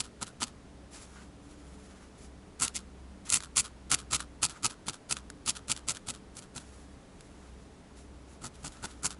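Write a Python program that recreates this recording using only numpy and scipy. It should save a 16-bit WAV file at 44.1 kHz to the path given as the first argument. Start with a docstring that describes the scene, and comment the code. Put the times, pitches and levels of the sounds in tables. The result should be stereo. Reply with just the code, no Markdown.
"""A barbed felting needle stabs a hand-held ball of wool in short runs, in a quiet room. Fibres catch on the
barbs and let go (stick-slip friction): each stab is a crunch of tiny impulses, with sharp snaps where tufts
give way. The impulses excite the needle's bending resonances, the push thuds softly into the ball, and the pull
back out is a weaker rasp. Barbs tick lightly now and then as the needle turns, fingers brush the wool, and a
small fan hums over a steady rush of air."""
import sys
import numpy as np
from scipy import signal
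from scipy.fft import rfft, irfft, next_fast_len
from scipy.io import wavfile
from scipy.ndimage import uniform_filter1d

SR = 44100
rng = np.random.default_rng(int(sys.argv[2]) if len(sys.argv) > 2 else 0)


def generate_wav(sig):
    """Save sig (samples, or channels by samples) to the path in sys.argv[1] as 16-bit PCM at SR."""
    pcm = np.round(np.clip(np.atleast_2d(sig).T, -1, 1) * 32767).astype(np.int16)
    wavfile.write(sys.argv[1], SR, pcm)


N = 405279
CUTOFF_HZ, HISS_TOP_HZ = 11300, 11050
FADE_S = 0.01  # soft start and end of every stroke
LEFT_RIGHT = np.array([[1], [-1]])  # opposite signs for the two channels


def from_db(db):
    """Amplitude ratio: tenfold for every 20 dB."""
    return 10 ** (np.asarray(db) / 20)


def unit_rms(x):
    """Normalisation to a mean power of 1."""
    return x / np.sqrt(np.mean(x ** 2) + 1e-20)


def at_hz(points, hz):
    """Interpolation of a spectrum on a log-frequency axis."""
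    points_hz, values = np.transpose(points)
    return np.interp(np.log(hz + 1), np.log(points_hz), values)


def colour(x, spectrum):
    """Minimum-phase filtering: shapes the spectrum causally and keeps the power of white noise."""
    size = 4096
    hz = np.arange(size // 2 + 1) * SR / size
    rolloff_db = np.interp(hz, [HISS_TOP_HZ, 12000], [0, -26])
    gain = unit_rms(from_db(at_hz(spectrum, hz) + rolloff_db))
    cepstrum = irfft(np.log(gain))
    cepstrum[1:size // 2] *= 2  # fold onto positive time
    cepstrum[size // 2 + 1:] = 0
    response = irfft(np.exp(rfft(cepstrum)))
    return signal.oaconvolve(x, response[None], axes=1)[:, :N]


def drift(rate):
    """Random modulation of unit RMS, gliding to a new value `rate` times a second."""
    knots = rng.standard_normal(int(N / SR * rate) + 3)
    return unit_rms(np.interp(np.arange(N) / SR * rate, np.arange(len(knots)), knots))


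def resonate(x, hz, width_hz):
    """A damped resonator with a peak gain of 1."""
    radius = np.exp(-np.pi * width_hz / SR)
    feedback = [1, -2 * radius * np.cos(2 * np.pi * hz / SR), radius ** 2]
    return signal.lfilter(np.array([1, 0, -1]) * (1 - radius ** 2) / 2, feedback, x)


def bending_mode(drive, hz, width_hz):
    """Forced vibration of one needle mode, broadened by the fingers' damping; unit RMS."""
    return unit_rms(resonate(resonate(drive, hz, width_hz), hz, width_hz))


def rattle(clicks, decay_s):
    """Exponential decay: each click trails a noise burst of the same energy."""
    retained = np.exp(-2 / (decay_s * SR))
    power = signal.lfilter([0, 1 - retained], [1, -retained], clicks ** 2 + 1e-18)
    return rng.standard_normal(N) * np.sqrt(power)


def widen(clicks, side_db, decay_s):
    """Scattering from hands and desk makes each click differ between the two sides."""
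    return clicks + from_db(side_db) * rattle(clicks, decay_s) * LEFT_RIGHT


def impulses(rows):
    """An ideal impulse for each row of (start_s, level_db)."""
    clicks = np.zeros(N)
    for start_s, level_db in rows:
        clicks[max(int(start_s * SR), 0)] += from_db(level_db)
    return clicks


def fibre_slips(per_s, spread_db):
    """Stick-slip as a Poisson process: clicks of random size and sign, with even power overall."""
    sizes = from_db(spread_db * np.minimum(rng.exponential(1, N), 4.5)) * rng.choice([-1, 1], N)
    clicks = sizes * (rng.random(N) < per_s / SR)
    local_power = np.abs(uniform_filter1d(clicks ** 2, size=700))
    return clicks / np.sqrt(local_power + 1e-6)


def span_of(phase):
    """The samples of one stroke, with its fades."""
    return slice(max(int((phase[0] - FADE_S) * SR), 0), int((phase[3] + FADE_S) * SR))


def strokes(phases, levels_db, shape_db):
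    """Amplitude envelope; shape_db applies at touch, just before the bite, bite, ease and stop."""
    t, envelope = np.arange(N) / SR, np.zeros(N)
    for phase, level_db in zip(phases, levels_db):
        touch, bite, ease, stop = np.sort(phase)
        times = [touch, bite - (bite - touch) / 10, bite, ease, stop]
        span = span_of(phase)
        # loose outer fibres soften both ends
        fade = np.interp(t[span], [touch - FADE_S, touch, stop, stop + FADE_S], [0, 1, 1, 0])
        envelope[span] += fade * from_db(level_db + np.interp(t[span], times, shape_db))
    return envelope


def reverberate(x, t60_s, wall_cut_hz=3500):
    """Reverberation: dense, dull reflections of unit total energy that fall 60 dB in t60_s."""
    t = np.arange(SR // 2) / SR
    echoes = rng.standard_normal(len(t)) * from_db(-60 * t / t60_s) * (t > 0.004)
    echoes = signal.sosfilt(signal.butter(1, wall_cut_hz, fs=SR, output="sos"), echoes)
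    return signal.oaconvolve(x, echoes / np.linalg.norm(echoes))[:N]


# Spectrum of the room's air noise: frequency_hz, gain_db
AIR_SPECTRUM = [(12, -44), (20, -14), (32, -6.5), (48, -4.5), (65, -10.5), (79, -6), (92, -8.5),
                (192, -8.5), (293, -9.5), (343, -13.5), (424, -12), (459, -17), (510, -15.5), (2540, -30),
                (10800, -38), (14000, -48), (22000, -120)]
# Likeness of that noise at the two ears: frequency_hz, coherence_ratio
AIR_COHERENCE = [(50, .97), (130, 0.83), (280, 0.77), (550, 0), (1200, 0), (4000, 0), (10000, 0.43)]
def room_air(level_db):
    """A diffuse noise field: long waves reach both ears alike, shorter ones largely uncorrelated."""
    size = next_fast_len(N, real=True)
    hz = np.arange(size // 2 + 1) * SR / size
    coherence = np.clip(at_hz(AIR_COHERENCE, hz), 0, 1)
    gain = from_db(at_hz(AIR_SPECTRUM, hz)) * (hz < HISS_TOP_HZ)
    mid, side = rfft(rng.standard_normal((2, size))) * gain
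    side *= np.sqrt((1 - coherence) / (1 + coherence))
    air = irfft(mid + side * LEFT_RIGHT, size)[:, :N]
    return from_db(level_db) * unit_rms(air)


def tone(hz):
    """A sinusoid whose phase is the integral of its changing frequency."""
    return np.sin(2 * np.pi * np.cumsum(hz) / SR)


# Tones of the fan above its hum: pitch_hz, relative_level_db
FAN_TONES = [(193.8, -64.5), (290.7, -66.5), (431, -71)]
def fan(hum_hz=64.8, hum_db=-58, throb_depth=0.55):
    """Amplitude and frequency modulation: the fan's low hum throbs and its higher tones waver."""
    throb = 1 + throb_depth * drift(rate=6.5)
    hum = from_db(hum_db) * throb * tone(hum_hz + drift(rate=6))
    for pitch_hz, level_db in FAN_TONES:
        amplitude = from_db(level_db - 1 + 3.7 * drift(rate=5))
        hum += amplitude * tone(pitch_hz + 2.504 * drift(rate=9))
    return np.sqrt(2) * hum  # RMS to peak amplitude


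# Spectrum of skin sliding on wool: frequency_hz, gain_db
BRUSH_SPECTRUM = [(300, -3), (1300, 2), (2500, 2), (4500, 1.5), (7500, 5.5), (9000, -1), (10500, 8),
                  (11500, -15)]
# Finger strokes over the ball: middle_s, length_s, hiss_db, hollow_db
FINGER_RUBS = [(0.994, 0.16, -54, -63), (1.182, 0.2, -61.5, -52.5), (1.59, 0.34, -66, -69),
               (1.96, 0.57, -68, -65.5), (2.235, 0.1, -59.5, -89), (3.282, 0.051, -52, -53),
               (4.558, 0.14, -62, -54.5), (6.754, 0.43, -65, -79), (7.403, 0.82, -71, -70),
               (8.005, 0.09, -62, -84), (8.327, 0.094, -61, -76), (8.81, 0.53, -63, -62)]
def brushing(hold_share=0.2, uneven_db=2.5):
    """Sliding friction of skin on wool hisses; the cupped hand's cavity resonance makes it hollow."""
    middle_s, length_s, hiss_db, hollow_db = np.transpose(FINGER_RUBS)
    phases = middle_s[:, None] + length_s[:, None] / 2 * np.array([-1, -hold_share, hold_share, 1])
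    grazing = widen(fibre_slips(per_s=14000, spread_db=3), side_db=-7, decay_s=0.001)
    grazing *= from_db(uneven_db * drift(rate=35))  # the skin grips and slips
    hiss = colour(grazing * strokes(phases, hiss_db, shape_db=[-5, 2.5, 0.5, 1, -11]), BRUSH_SPECTRUM)
    hollow = unit_rms(resonate(grazing, hz=1280, width_hz=370))
    return hiss + hollow * strokes(phases, hollow_db, shape_db=[-24, -9, 1, 1.5, -27])


# Spectrum of the ball's dull scrunch: frequency_hz, gain_db
THUD_SPECTRUM = [(30, -11), (70, 0), (130, -5), (250, 1), (400, -8), (580, -10.5), (750, -10.5),
                 (1000, -17), (2000, -20)]
def thudding(ball_hz=129.8):
    """A damped mass on a spring: pushed by the needle, the ball swings in the hand and scrunches."""
    phases, knock_db = stab_phases(), np.transpose(NEEDLE_STABS)[6]
    thud_db = -45.5 + 0.42 * (knock_db - USUAL_KNOCK_DB)  # harder knocks thud louder
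    swing = tone(ball_hz * (1 + 0.147 * drift(rate=70)))
    swing *= strokes(phases, thud_db, shape_db=[-14, -1, 0.5, -3.5, -3])
    scrunch = fibre_slips(per_s=1500, spread_db=-1)
    scrunch *= strokes(phases, thud_db, shape_db=[-8, -3, 0.5, 0, -9.5])
    return swing + colour(widen(scrunch, side_db=-15, decay_s=0.002), THUD_SPECTRUM)


# Spectrum of the needle sliding on wool: frequency_hz, gain_db
RASP_SPECTRUM = [(300, -18), (1300, 4), (2100, -4), (3400, 3), (4800, 0), (6200, -1), (7800, 1.5),
                 (9200, -4), (10600, 3), (11500, -13)]
def pulling(attack_s=0.019, hold_s=0.013, release_s=0.027, ring_db=-10.5):
    """Sliding friction: on the way out the barbs run with the fibres, in a light, ringing rasp."""
    dwell_s, pull_db = np.transpose(NEEDLE_STABS)[[3, 7]]
    full_speed_s = stab_phases()[:, 2] + dwell_s
    phases = full_speed_s[:, None] + np.array([-attack_s, 0, hold_s, hold_s + release_s])
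    sliding = widen(fibre_slips(per_s=2200, spread_db=4.6), side_db=-10, decay_s=0.001)
    rasp = colour(sliding * strokes(phases, pull_db, shape_db=[-16, -2, 3, -0.5, -16.5]), RASP_SPECTRUM)
    ring = bending_mode(sliding, hz=1330, width_hz=500)
    return rasp + ring * strokes(phases, pull_db + ring_db, shape_db=[-19, -10, -17.5, -4, -4])


# Light ticks, many as barbs catch when the needle turns to pull out: start_s, relative_level_db
BARB_TICKS = [(0.279, -34), (.481, -34), (3.4045, -27), (4.1975, -31), (4.2038, -21.5), (4.9425, -31),
              (5.168, -21.5), (5.301, -27.5), (5.568, -24), (5.97, -26.5), (6.579, -26.5), (7.208, -35),
              (8.77, -41)]
def ticking():
    """Impulse excitation: barbs catch as the needle turns back, and each tiny scratch sets the needle ringing."""
    clicks = impulses(BARB_TICKS)
    scratch = from_db(3.5) * clicks + from_db(7) * rattle(clicks, decay_s=0.0024)
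    scratch = widen(scratch, side_db=-11, decay_s=0.001)
    return colour(scratch, RASP_SPECTRUM) + from_db(5) * resonate(scratch, hz=1500, width_hz=260)


def tuft_breaks(per_s=45, prick_db=7.5, tuft_db=14.5, scatter_db=4):
    """Yielding under load: the tip pricks the felted skin, then tufts give way unevenly in the push."""
    breaks = []
    for (touch, bite, ease, _), crunch_db in zip(stab_phases(), np.transpose(NEEDLE_STABS)[4]):
        starts_s = bite + (np.arange(8) + rng.random(8)) / per_s
        levels_db = crunch_db + tuft_db + scatter_db * rng.standard_normal(8)
        breaks.append((touch, crunch_db + prick_db))
        breaks += [(s, db) for s, db in zip(starts_s, levels_db) if s < ease]
    return breaks


# Loud snaps of a barb breaking through a tight tuft: start_s, relative_level_db
TUFT_SNAPS = [(.4303, -15.5), (2.6285, -10.5), (2.6808, -14), (2.7645, -13), (3.302, -7.5), (3.324, -9),
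              (3.3417, -2.5), (3.5688, -15), (3.9168, -13), (3.9432, -6), (3.9469, -3.5), (4.4329, -9),
              (4.4629, -16), (4.6634, -13.5), (5.1251, -9), (5.4956, -8.5), (5.7171, -6), (5.8861, -10),
              (9.0575, -9.5)]
def snapping():
    """Sudden release of tension: a tuft gives way with a click that rattles down the needle."""
    clicks = impulses(TUFT_SNAPS) + impulses(tuft_breaks())
    snap = from_db(2.5) * clicks + from_db(1) * rattle(clicks, decay_s=0.0011)
    return colour(widen(snap, side_db=-14, decay_s=0.0007), CRUNCH_SPECTRUM)


def stab_phases(settle_s=0.01):
    """Touch, bite, ease and stop times of each stab: the tip dents the wool, pushes in and settles."""
    touch_s, dent_s, push_s = np.transpose(NEEDLE_STABS)[:3]
    bite_s = touch_s + dent_s
    return np.transpose([touch_s, bite_s, bite_s + push_s, bite_s + push_s + settle_s])


USUAL_CRUNCH_DB, USUAL_KNOCK_DB = -34, -44.5
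UPPER_RING_HZ, LOWER_RING_HZ = 1310, 1003
GRIP_SCATTER, GRIP_HZ_PER_DB = 0.023, 12  # grip varies the upper ring; a firmer one raises the lower
# Spectrum of tearing fibres: frequency_hz, gain_db
CRUNCH_SPECTRUM = [(300, -27.5), (580, -19), (800, -20), (1300, -12.5), (1620, -20.5), (2000, -4.5),
                   (2600, -2), (3900, -3.5), (4500, -0.5), (5500, -2.5), (7500, 3), (9000, -2),
                   (10100, 2.5), (11500, -5.5)]
# Stabs, in and out: touch_s, dent_s, push_s, dwell_s, crunch_db, coarseness_db, knock_db, pull_db
NEEDLE_STABS = [(0.001, 0.00061, .007, 0.034, -32, 2, -43.5, -51),
                (0.214, .006, .012, 0.037, -37, 6, -41.5, -50.5),
                (0.408, .011, 0.019, 0.03, -35, 10.5, -40.5, -54.5),
                (2.6007, 0.016, .033, 0.009, -29, -3, -41.5, -41.5),
                (2.7459, .006, 0.021, 0.0058, -37.5, 5.5, -57, -51),
                (3.294, 0.029, 0.048, 0.058, -28, -3, -45.5, -45.5),
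                (3.5616, 0.0069, 0.035, 0.043, -25.5, -2.5, -43.5, -44.5),
                (3.905, 0.01, 0.03, 0.042, -28, 4.5, -37.5, -46.5),
                (4.1112, 0.016, 0.034, 0.04, -30.5, 5.5, -41, -43),
                (4.4223, .006, 0.027, 0.042, -28, 3.5, -40, -45.5),
                (4.6326, .013, 0.019, 0.038, -28.5, 4, -38.5, -46.5),
                (4.868, 0.015, 0.014, 0.037, -36.5, 7.5, -42, -50.5),
                (5.097, 0.011, 0.02, 0.039, -32, 1, -42.5, -49),
                (5.462, 0.016, 0.025, 0.055, -28.5, 2, -45, -46),
                (5.6837, .015, 0.024, .042, -31.5, 2.5, -43.5, -47),
                (5.878, 0.0082, 0.029, .035, -33, 2.5, -46, -48.5),
                (6.071, 0.014, 0.021, 0.036, -37, 4, -47.5, -51.5),
                (6.354, .014, 0.025, 0.029, -47.5, -1, -59.5, -55),
                (6.551, 0.0094, 0.02, 0.022, -44.5, 1, -53, -56),
                (8.419, 0.022, 0.032, 0.075, -45, 0.5, -49, -59.5),
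                (8.633, 0.011, 0.035, .044, -44.5, 3.5, -49.5, -57),
                (8.828, .011, 0.017, 0.049, -41, 6.5, -41.5, -55.5),
                (9.033, 0.013, 0.022, 0.0386, -31.5, -8, -40.5, -45.5)]
def stabbing():
    """Stick-slip excitation: barbs tear through fibres with a crunch and drive two bending modes."""
    phases = stab_phases()
    crunch_db, coarseness_db, knock_db = np.transpose(NEEDLE_STABS)[4:7]
    lower_pitches_hz = LOWER_RING_HZ + GRIP_HZ_PER_DB * (crunch_db - USUAL_CRUNCH_DB)
    lower_db = knock_db - 1 + 0.18 * (knock_db - USUAL_KNOCK_DB)  # hard knocks are hollower
    tearing = fibre_slips(per_s=3000, spread_db=4.5)
    crunch = tearing * strokes(phases, crunch_db, shape_db=[-16, -9, -0.5, -1.47, -18.5])
    crunch += from_db(-5) * rattle(crunch, decay_s=0.00072)
    crunch = widen(crunch, side_db=-11, decay_s=0.0007)
    flexing = widen(tearing, side_db=-9, decay_s=0.002)
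    upper_ring, lower_ring = np.zeros((2, 2, N))
    for phase, coarse_db, lower_hz in zip(phases, coarseness_db, lower_pitches_hz):
        span = span_of(phase)
        upper_hz = UPPER_RING_HZ * (1 + GRIP_SCATTER * rng.standard_normal())
        upper_ring[:, span] = bending_mode(flexing[:, span], upper_hz, width_hz=256)
        lower_ring[:, span] = bending_mode(flexing[:, span], lower_hz, width_hz=600)
        grains = crunch[:, span]
        # thick tufts tear lower than fine ones, and each patch of wool favours a band of its own
        coarse = (from_db(coarse_db) - 1) * resonate(grains, hz=3300, width_hz=2600)
        patch = (from_db(2.5) - 1) * resonate(grains, hz=rng.uniform(4050, 10000), width_hz=1800)
        overtones = resonate(grains, upper_hz * 1.93, 221) + resonate(grains, upper_hz * 3.45, 300)
        crunch[:, span] = from_db(-coarse_db / 4) * (grains + coarse + patch) + from_db(-18) * overtones
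    upper_ring *= strokes(phases, knock_db, shape_db=[-10, -5.5, 1, -5.5, -14.5])
    lower_ring *= strokes(phases, lower_db, shape_db=[-20, -13, 4.5, -5.5, -15.5])
    return colour(crunch, CRUNCH_SPECTRUM) + upper_ring + lower_ring


def scene():
    """Superposition: the needle a little to the left, the ball central, a faint tail, air and fan."""
    needle = (stabbing() + snapping() + ticking() + pulling()) * from_db(0.51 * LEFT_RIGHT)
    direct = needle + thudding() + brushing()
    tail = np.array([reverberate(side, t60_s=0.28) for side in direct])
    return direct + from_db(-24) * tail + room_air(level_db=-52.5) + fan()


def record(dry):
    """Low-pass filtering cuts the top of the treble steeply."""
    return signal.sosfilt(signal.butter(12, CUTOFF_HZ, fs=SR, output="sos"), dry)


dry = scene()
out = record(dry)
generate_wav(out)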